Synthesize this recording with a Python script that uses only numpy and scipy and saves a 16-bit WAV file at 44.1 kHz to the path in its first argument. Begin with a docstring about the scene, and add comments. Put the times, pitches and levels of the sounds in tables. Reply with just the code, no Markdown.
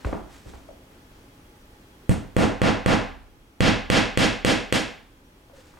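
"""Hammering a nail into a hollow wall

A nail is set with one tap, then hammered into a plasterboard wall in two runs of blows, close to a camera.
Filtered clicks, noise bursts and decaying tones make each blow; its thud weakens and its crack brightens.
A bare room answers with fading noise, and gain control clamps on loud cracks, so the room swells up behind.
Handling knocks (short resonances) and a sleeve's rustle (shaped noise) come before and after,
with a faint squeak (falling tone) near the end, all over steady hiss and a whine of narrow noise bands."""
import sys
import numpy as np
from scipy import signal
from scipy.fft import rfft, irfft
from scipy.io import wavfile
from scipy.ndimage import uniform_filter1d, minimum_filter1d

SR = 44100
rng = np.random.default_rng(int(sys.argv[2]) if len(sys.argv) > 2 else 0)


def to_wav(sig):
    """Store sig (one row per channel, or 1-D mono) as 16-bit WAV at the path in sys.argv[1].

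    Samples outside -1..1 are clipped; the rate is SR.
    """
    pcm = np.clip(np.atleast_2d(sig), -1, 1) * 32767
    pcm = np.round(pcm).astype(np.int16)
    wavfile.write(sys.argv[1], SR, pcm.T)  # frames by channels


N = 255339
TIME = np.arange(N) / SR  # seconds
RING = 2 ** 15  # longest length of one short sound, in samples
AGE = np.arange(RING) / SR  # seconds since a short sound began
RING_HZ = np.fft.rfftfreq(RING, 1 / SR)

# How wide the room sounds. Each row: frequency in Hz, side level over middle level in dB.
ROOM_WIDTH = [(60, -8.5), (200, -5), (380, 2), (700, -5.5), (1300, -4.5), (2400, -10), (4400, -13),
              (8000, -23), (15000, -10)]
# How wide the still room's hiss and whine sound. Each row: frequency in Hz, side level over middle in dB.
HUSH_WIDTH = [(60, -29), (240, -17), (950, 0.5), (3770, 1.5), (15000, -10.5)]


def amp(db):
    """Turns decibels into gain."""
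    return 10 ** (np.asarray(db) / 20)


def unit(x):
    """Scales a sound to an energy of one a channel, averaged over the channels."""
    energy = np.mean(np.sum(x ** 2, -1))
    return x / np.sqrt(energy + 1e-30)


def read(points, hz):
    """Reads a curve that joins (Hz, value) points on a log-frequency axis."""
    f, value = np.transpose(points)
    return np.interp(np.log(hz + 1), np.log(f + 1), value)


def add(mix, s, sound):
    """Mixes a short stereo sound in at s seconds."""
    start = max(round(s * SR), 0)
    part = mix[:, start:][:, :RING]
    part += sound[:, :part.shape[1]]


def colour(x, db):
    """Filters with the dB gains given at RING_HZ; nothing sounds before its cause (minimum phase)."""
    log_gain = np.log(amp(np.r_[db, db[-2:0:-1]]))
    response = np.exp(np.conj(signal.hilbert(log_gain)))[:len(db)]
    impulse = irfft(response)[None, :RING // 4]
    return signal.fftconvolve(np.atleast_2d(x), impulse, axes=1)[:, :RING]


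def stereo_noise(size, width):
    """Makes two channels of white noise, as alike as the side level allows."""
    side = amp(read(width, np.fft.rfftfreq(size, 1 / SR)))
    m, s = rfft(rng.standard_normal((2, size)))
    left_right = np.array([m + side * s, m - side * s])
    return irfft(left_right / np.hypot(1, side), size)


def shaken(t60):
    """A burst of dense vibration that falls 60 dB in t60 seconds."""
    return unit(stereo_noise(RING, ROOM_WIDTH) * amp(-60 * AGE / t60))


def hiss(spectrum, width):
    """Steady coloured stereo noise with an rms of one."""
    gain = amp(read(spectrum, np.fft.rfftfreq(N, 1 / SR)))
    noise = irfft(rfft(stereo_noise(N, width)) * gain, N)
    return unit(noise) * np.sqrt(N)


def hum(width_hz=9):
    """A faint whine of wavering tones, each a very narrow band of noise."""
    # Each row: pitch in Hz, level in dB.
    whine = [(268, -68), (835, -68), (3300, -75.5), (5800, -79)]
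    hz = np.fft.rfftfreq(N, 1 / SR)
    lines = 0
    for pitch, db in whine:
        lines = lines + amp(db) * unit(1 / (1 + ((hz - pitch) / width_hz) ** 2))
    return irfft(rfft(stereo_noise(N, HUSH_WIDTH)) * lines, N) * np.sqrt(len(hz))


def room_tail(start_s=0.0044, build_s=0.015, count=26):
    """Dense echoes of the room: noise that builds up briefly, each band dying away at its own speed."""
    # How long echoes last. Each row: frequency in Hz, time to fall 60 dB in seconds.
    echo_life = [(40, 1), (100, 0.35), (300, 0.39), (1000, 0.48), (3000, 0.47), (7000, .37), (14000, 0.27)]
    noise = rfft(stereo_noise(RING, ROOM_WIDTH))
    centres = np.geomspace(40, 16000, count)
    onset = np.clip((AGE - start_s) / build_s, 0, 1)
    tail = 0
    for hz, pick in zip(centres, np.eye(count)):
        band = np.sqrt(read(np.c_[centres, pick], RING_HZ))
        fade = onset * amp(-60 * AGE / read(echo_life, hz))
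        # each band keeps its share of the energy, however fast it fades
        tail = tail + unit(irfft(noise * band) * fade) * np.linalg.norm(band)
    return unit(tail)


def sleeve(grain_db=1.4, pivot_hz=2000, swish_t60=0.79):
    """Each arm move is a noise swish that swells and dies; the cloth slides in small uneven catches."""
    # Each row: start in seconds, rise in seconds, swell's top level in dB, brightness in dB per octave.
    swishes = [(0, 0.0085, -51, -1), (.045, 0.0092, -50, 1.3), (.28, 0.061, -51, 0.6),
               (.45, .035, -52.5, 0.7), (.905, 0.0093, -56.5, -2.5), (1.09, 0.053, -60.5, -0.5),
               (5.53, 0.039, -52.5, 0.5), (5.64, .03, -58, 1)]
    # Basic tone of the cloth. Each row: frequency in Hz, relative level in dB per Hz.
    cloth_tone = [(100, 3), (500, -3.5), (1400, -1.5), (3000, -7), (8000, -12.5), (12000, -26),
                  (16000, -27)]
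    out = np.zeros((2, N))
    octaves = np.log2(np.maximum(RING_HZ, 100) / pivot_hz)
    for s, rise, db, bright in swishes:
        tone = amp(read(cloth_tone, RING_HZ) + bright * octaves)
        cloth = irfft(rfft(stereo_noise(RING, ROOM_WIDTH)) * tone)
        fade = amp(db - 60 * np.maximum(AGE - rise, 0) / swish_t60)
        swell = np.minimum(AGE / rise, 1) * fade
        add(out, s, unit(cloth) * np.sqrt(RING) * swell)
    catches = unit(uniform_filter1d(rng.standard_normal(N), size=300)) * np.sqrt(N)
    return out * amp(grain_db * catches)


def squeak(tail, start_hz=560, sag_hz_per_s=730, rise_s=0.005, slip_t60=0.15, room_db=-6):
    """A faint squeak in two slips as the hands draw back; its pitch falls as the hand slows."""
    # Each row: start in seconds, level in dB that the slip dies away from.
    slips = [(5.531, -40.5), (5.579, -45.5)]
    level = 0
    for s, db in slips:
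        rise = np.clip((TIME - s) / rise_s, 0, 1)
        level = level + rise * amp(db - 60 * abs(TIME - s) / slip_t60)
    hz = start_hz - sag_hz_per_s * (TIME - slips[0][0])
    tone = level * np.sin(2 * np.pi * np.cumsum(hz) / SR)
    return tone + amp(room_db) * signal.fftconvolve(tone[None], tail, axes=1)[:, :N]


def bump(tail, hz, width_hz, room_db, rattle_db=7, rattle_t60=0.044):
    """A click and a rattle through one broad resonance, dulled by soft contact, with the room's answer."""
    detune = (RING_HZ ** 2 - hz ** 2) / ((RING_HZ + 1) * width_hz)
    dulling = 1 + (RING_HZ / (hz + width_hz)) ** 4
    shape = -10 * np.log10((1 + detune ** 2) * dulling)
    shape = np.maximum(shape, -100)
    push = signal.unit_impulse(RING) + amp(rattle_db) * shaken(rattle_t60)
    direct = unit(colour(push, shape))
    return direct + amp(room_db) * unit(colour(tail, shape))


def knocks(tail, contact_room_db=-1, hollow_room_db=1.5, thump_room_db=-4):
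    """Soft bumps on wall and furniture: contact and hollow knock first, then the wall's slow, low flex."""
    # Each row: start in seconds, contact level in dB, contact pitch in Hz, width of its resonance in Hz,
    # hollow knock level in dB, wall thump level in dB.
    bumps = [(0.0475, -33.5, 700, 1370, -32.5, -20), (.070, -32, 520, 220, -40, -40),
             (.128, -29, 690, 460, -27, -45), (.460, -58, 350, 250, -44, -36),
             (.536, -44.5, 720, 650, -48, -39), (.687, -40.5, 574, 110.3, -58, -62),
             (5.498, -49.5, 620, 400, -64, -65), (5.738, -52, 870, 800, -62, -60),
             (5.771, -49, 900, 800, -58, -60)]
    hollow_hz, hollow_width_hz = 293, 355  # the cavity's dull knock
    thump_hz, thump_width_hz, thump_lag_s = 60, 30, 0.0035
    out = np.zeros((2, N))
    for s, db, hz, width_hz, hollow_db, thump_db in bumps:
        add(out, s, amp(db) * bump(tail, hz, width_hz, contact_room_db))
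        add(out, s, amp(hollow_db) * bump(tail, hollow_hz, hollow_width_hz, hollow_room_db))
        add(out, s + thump_lag_s, amp(thump_db) * bump(tail, thump_hz, thump_width_hz, thump_room_db))
    return out


def low_modes(build_s=0.004):
    """Standing waves in cavity and room: they build up, and reach the two microphones out of step."""
    # Each row: pitch in Hz, relative level in dB, time to fall 60 dB in seconds.
    standing_waves = [(36.6, -17, 1.13), (78.4, -2, 0.31), (135.3, -11, 0.25), (209.3, -2.5, 0.39),
                      (224, -6, 0.21), (262.5, -12, 0.6), (313.7, -4, 0.39), (420.4, -6, 0.37),
                      (483, -6.5, 0.41), (530, -6, 0.38), (688, -29.5, 0.13), (770, -30, 0.13),
                      (1670, -15, 0.52)]
    ring = 0
    for hz, db, t60 in standing_waves:
        first, gap = rng.random(2)
        cycles = hz * AGE + first + np.array([[0], [gap / 3]])
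        ring = ring + amp(db - 60 * AGE / t60) * np.sin(2 * np.pi * cycles)
    return unit(ring * (1 - np.exp(-AGE / build_s)))


def wall_strike(bend_lag_s=0.00109, left_lag_s=0.0027, crunch_db=4, crunch_t60=0.0081,
                shiver_db=-5, shiver_t60=0.18, ring_db=0, contact_s=0.0001):
    """Bending waves bring the treble first and the bass late; plaster crunches, board and nail ring briefly."""
    # Tone of the wall's direct sound. Each row: frequency in Hz, relative level in dB per Hz.
    board_tone = [(25, -30), (65, -0.5), (125, 8), (250, 0.5), (370, -8), (510, -2.5), (780, -11.5),
                  (1400, -10.5), (1850, -12), (2700, -15), (4200, -18.5), (5700, -26.5), (8500, -24.5),
                  (11000, -38), (16000, -55)]
    # What the struck spot rings with, from the board's flex up to the nail.
    # Each row: pitch in Hz, relative level in dB, time to fall 60 dB in seconds.
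    struck_spot = [(68, -25, 0.037), (144.7, 4.5, 0.082), (463, 0, 0.013), (1133, -13.5, 0.032),
                   (2030, -6, .022), (3385, -7, 0.03), (4280, -5.5, 0.02), (8340, -14.5, 0.012)]
    delay = bend_lag_s / np.sqrt(np.maximum(RING_HZ, 60) / 1000)  # bend_lag_s is the delay at 1 kHz
    turns = np.cumsum(delay) * SR / RING  # summing the delay over frequency gives the phase
    front = -irfft(np.exp(-2j * np.pi * turns)) * (AGE < .5)
    plaster = amp(crunch_db) * shaken(crunch_t60) + amp(shiver_db) * shaken(shiver_t60)
    plaster = colour(plaster, read([(120, -1), (400, 7.0)], RING_HZ))
    ring = 0
    for hz, db, t60 in struck_spot:
        # only the bass, which leaves the whole board, reaches the left microphone late
        lag = np.array([[left_lag_s], [0]]) / (1 + (hz / 300) ** 2)
        age = np.maximum(AGE - lag, 0)
        push = 1 - np.exp(-age / contact_s)  # the hammer face takes a moment to load the nail
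        ring = ring - push * amp(db - 60 * age / t60) * np.sin(2 * np.pi * hz * age)
    wall = unit(colour(front + plaster, read(board_tone, RING_HZ)))
    return unit(wall + amp(ring_db) * unit(ring))


def hammer(tail, room_db=-5, modes_db=-11.5, shift_rad=1.365, far_thud=0.84):
    """Every blow wakes the same wall and room; the echo pattern shifts slowly as the nail sinks."""
    # Each row: start in seconds, force in dB, then tone changes in dB for the board's thud,
    # the cavity's knock, the crack and the nail's tick.
    blows = [(2.0937, -13, 11, 2, -8.5, 2.5), (2.3658, 7.5, -0.5, 0.5, -10, -5.5),
             (2.6169, 8.5, -3, -3, -8.5, -9.5), (2.861, 10, -3.5, -4, -9, -8.5),
             (3.606, 9.5, 1, -2, -2, -4.5), (3.9009, 10, -3.5, -2.5, -1.5, -2.5),
             (4.1742, 6.5, -2, -1, 0, 0.5), (4.4481, 4, -4, 1.5, 0, 1), (4.7251, -1.5, -6, -0.5, 0.5, 2.5)]
    # First reflections. 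Each row: delay in seconds, level in dB.
    echoes = [(.0095, -11), (0.0161, -12), (0.0238, -32), (0.0265, -21), (.033, -18)]
    # What small nearby surfaces throw back. Each row: frequency in Hz, gain in dB.
    bounce_tone = [(120, -3), (500, -3), (9000, -5.5), (16000, 11)]
    # Tone of the room's answer. Each row: frequency in Hz, relative level in dB per Hz.
    room_tone = [(22, -32), (55, -7), (90, -2.5), (165, -0.5), (280, 2), (390, -6), (720, -7),
                 (1200, -13.5), (1600, -11), (3100, -13), (5500, -21), (8700, -30), (11500, -40),
                 (16000, -61)]
    direct = wall_strike()
    bounce = colour(direct, read(bounce_tone, RING_HZ))
    for delay, db in echoes:
        add(direct, delay, amp(db) * bounce)
    shallow = unit(colour(tail, read(room_tone, RING_HZ)))
    deep = unit(colour(room_tail(), read(room_tone, RING_HZ)))
    modes = amp(modes_db) * low_modes()
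    out = np.zeros((2, N))
    depths = np.sqrt(np.linspace(0, 1, len(blows)))  # 0 at the first blow, 1 at the last
    for depth, row in zip(depths, blows):
        s, force_db, thud_db, knock_db, crack_db, tick_db = row
        turn = shift_rad * depth
        echo = np.cos(turn) * shallow + np.sin(turn) * deep
        room = modes + amp(room_db) * unit(echo)
        # the board's flexing is heard mostly close by: the room gets only a share of its change
        for sound, bass_db in (direct, thud_db), (room, far_thud * thud_db):
            tone = [(150, bass_db), (380, knock_db), (1000, 0.024),
                    (3200, crack_db), (5000, crack_db), (8500, tick_db)]
            add(out, s, colour(sound, force_db + read(tone, RING_HZ)))
    return out


def scene():
    """Blows, knocks and squeak share one room; the bass of the hits leans to the right."""
    # Left over right in the hits. 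Each row: frequency in Hz, level difference in dB.
    balance = [(60, -2.5), (380, -2), (700, -0.3), (8000, -0.5)]
    # Still room and microphone hiss. Each row: frequency in Hz, relative level in dB per Hz.
    hush_tone = [(12, -29), (20, 3), (222, -7.5), (270, -4.5), (780, -17), (849, -15), (1860, -20),
                 (3250, -23), (3840, -25.5), (7520, -31.5), (16000, -35.5)]
    hush_db = -51
    tail = room_tail()
    hits = hammer(tail) + knocks(tail)
    hits = hits * np.sqrt(SR / 100)  # unit energy becomes an rms of one over 10 ms
    lean_db = read(balance, np.fft.rfftfreq(N, 1 / SR)) * np.array([[.5], [-.5]])
    hits = irfft(rfft(hits) * amp(lean_db), N)
    return hits + sleeve() + squeak(tail) + hum() + amp(hush_db) * hiss(hush_tone, HUSH_WIDTH)


def held(over_db, recovery):
    """Jumps up with its input and sinks back at recovery dB a second."""
    fall = recovery * TIME
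    return np.maximum.accumulate(over_db + fall) - fall


def record(dry, limit_db=-11, fast_recovery=250, slow_share=0.23, slow_recovery=1.77,
           low_cut_hz=18, sense_hz=110, edge_hz=16100):
    """Low cut, gain control with a fast and a slow release (dB a second), soft overload, then treble limit."""
    low_cut = signal.butter(2, low_cut_hz, "highpass", fs=SR, output="sos")
    dry = signal.sosfilt(low_cut, dry)
    sense = signal.butter(1, sense_hz, "highpass", fs=SR, output="sos")  # bass counts less
    sensed = signal.sosfilt(sense, dry)
    power = abs(uniform_filter1d((sensed ** 2).mean(0), size=64))
    over_db = np.maximum(10 * np.log10(power + 1e-12) - limit_db, 0)
    fast_db = held(over_db, fast_recovery)
    slow_db = held(slow_share * over_db, slow_recovery)
    duck_db = np.maximum(fast_db, slow_db)
    # hold the deepest cut for 32 samples, then smooth it
    duck_db = uniform_filter1d(-minimum_filter1d(-duck_db, size=32), size=32)
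    overloaded = np.tanh(dry * amp(-duck_db))
    edge = signal.firwin(511, edge_hz, window=("kaiser", 9), fs=SR)
    return signal.oaconvolve(overloaded, edge[None], "same")


dry = scene()
out = record(dry)
to_wav(out)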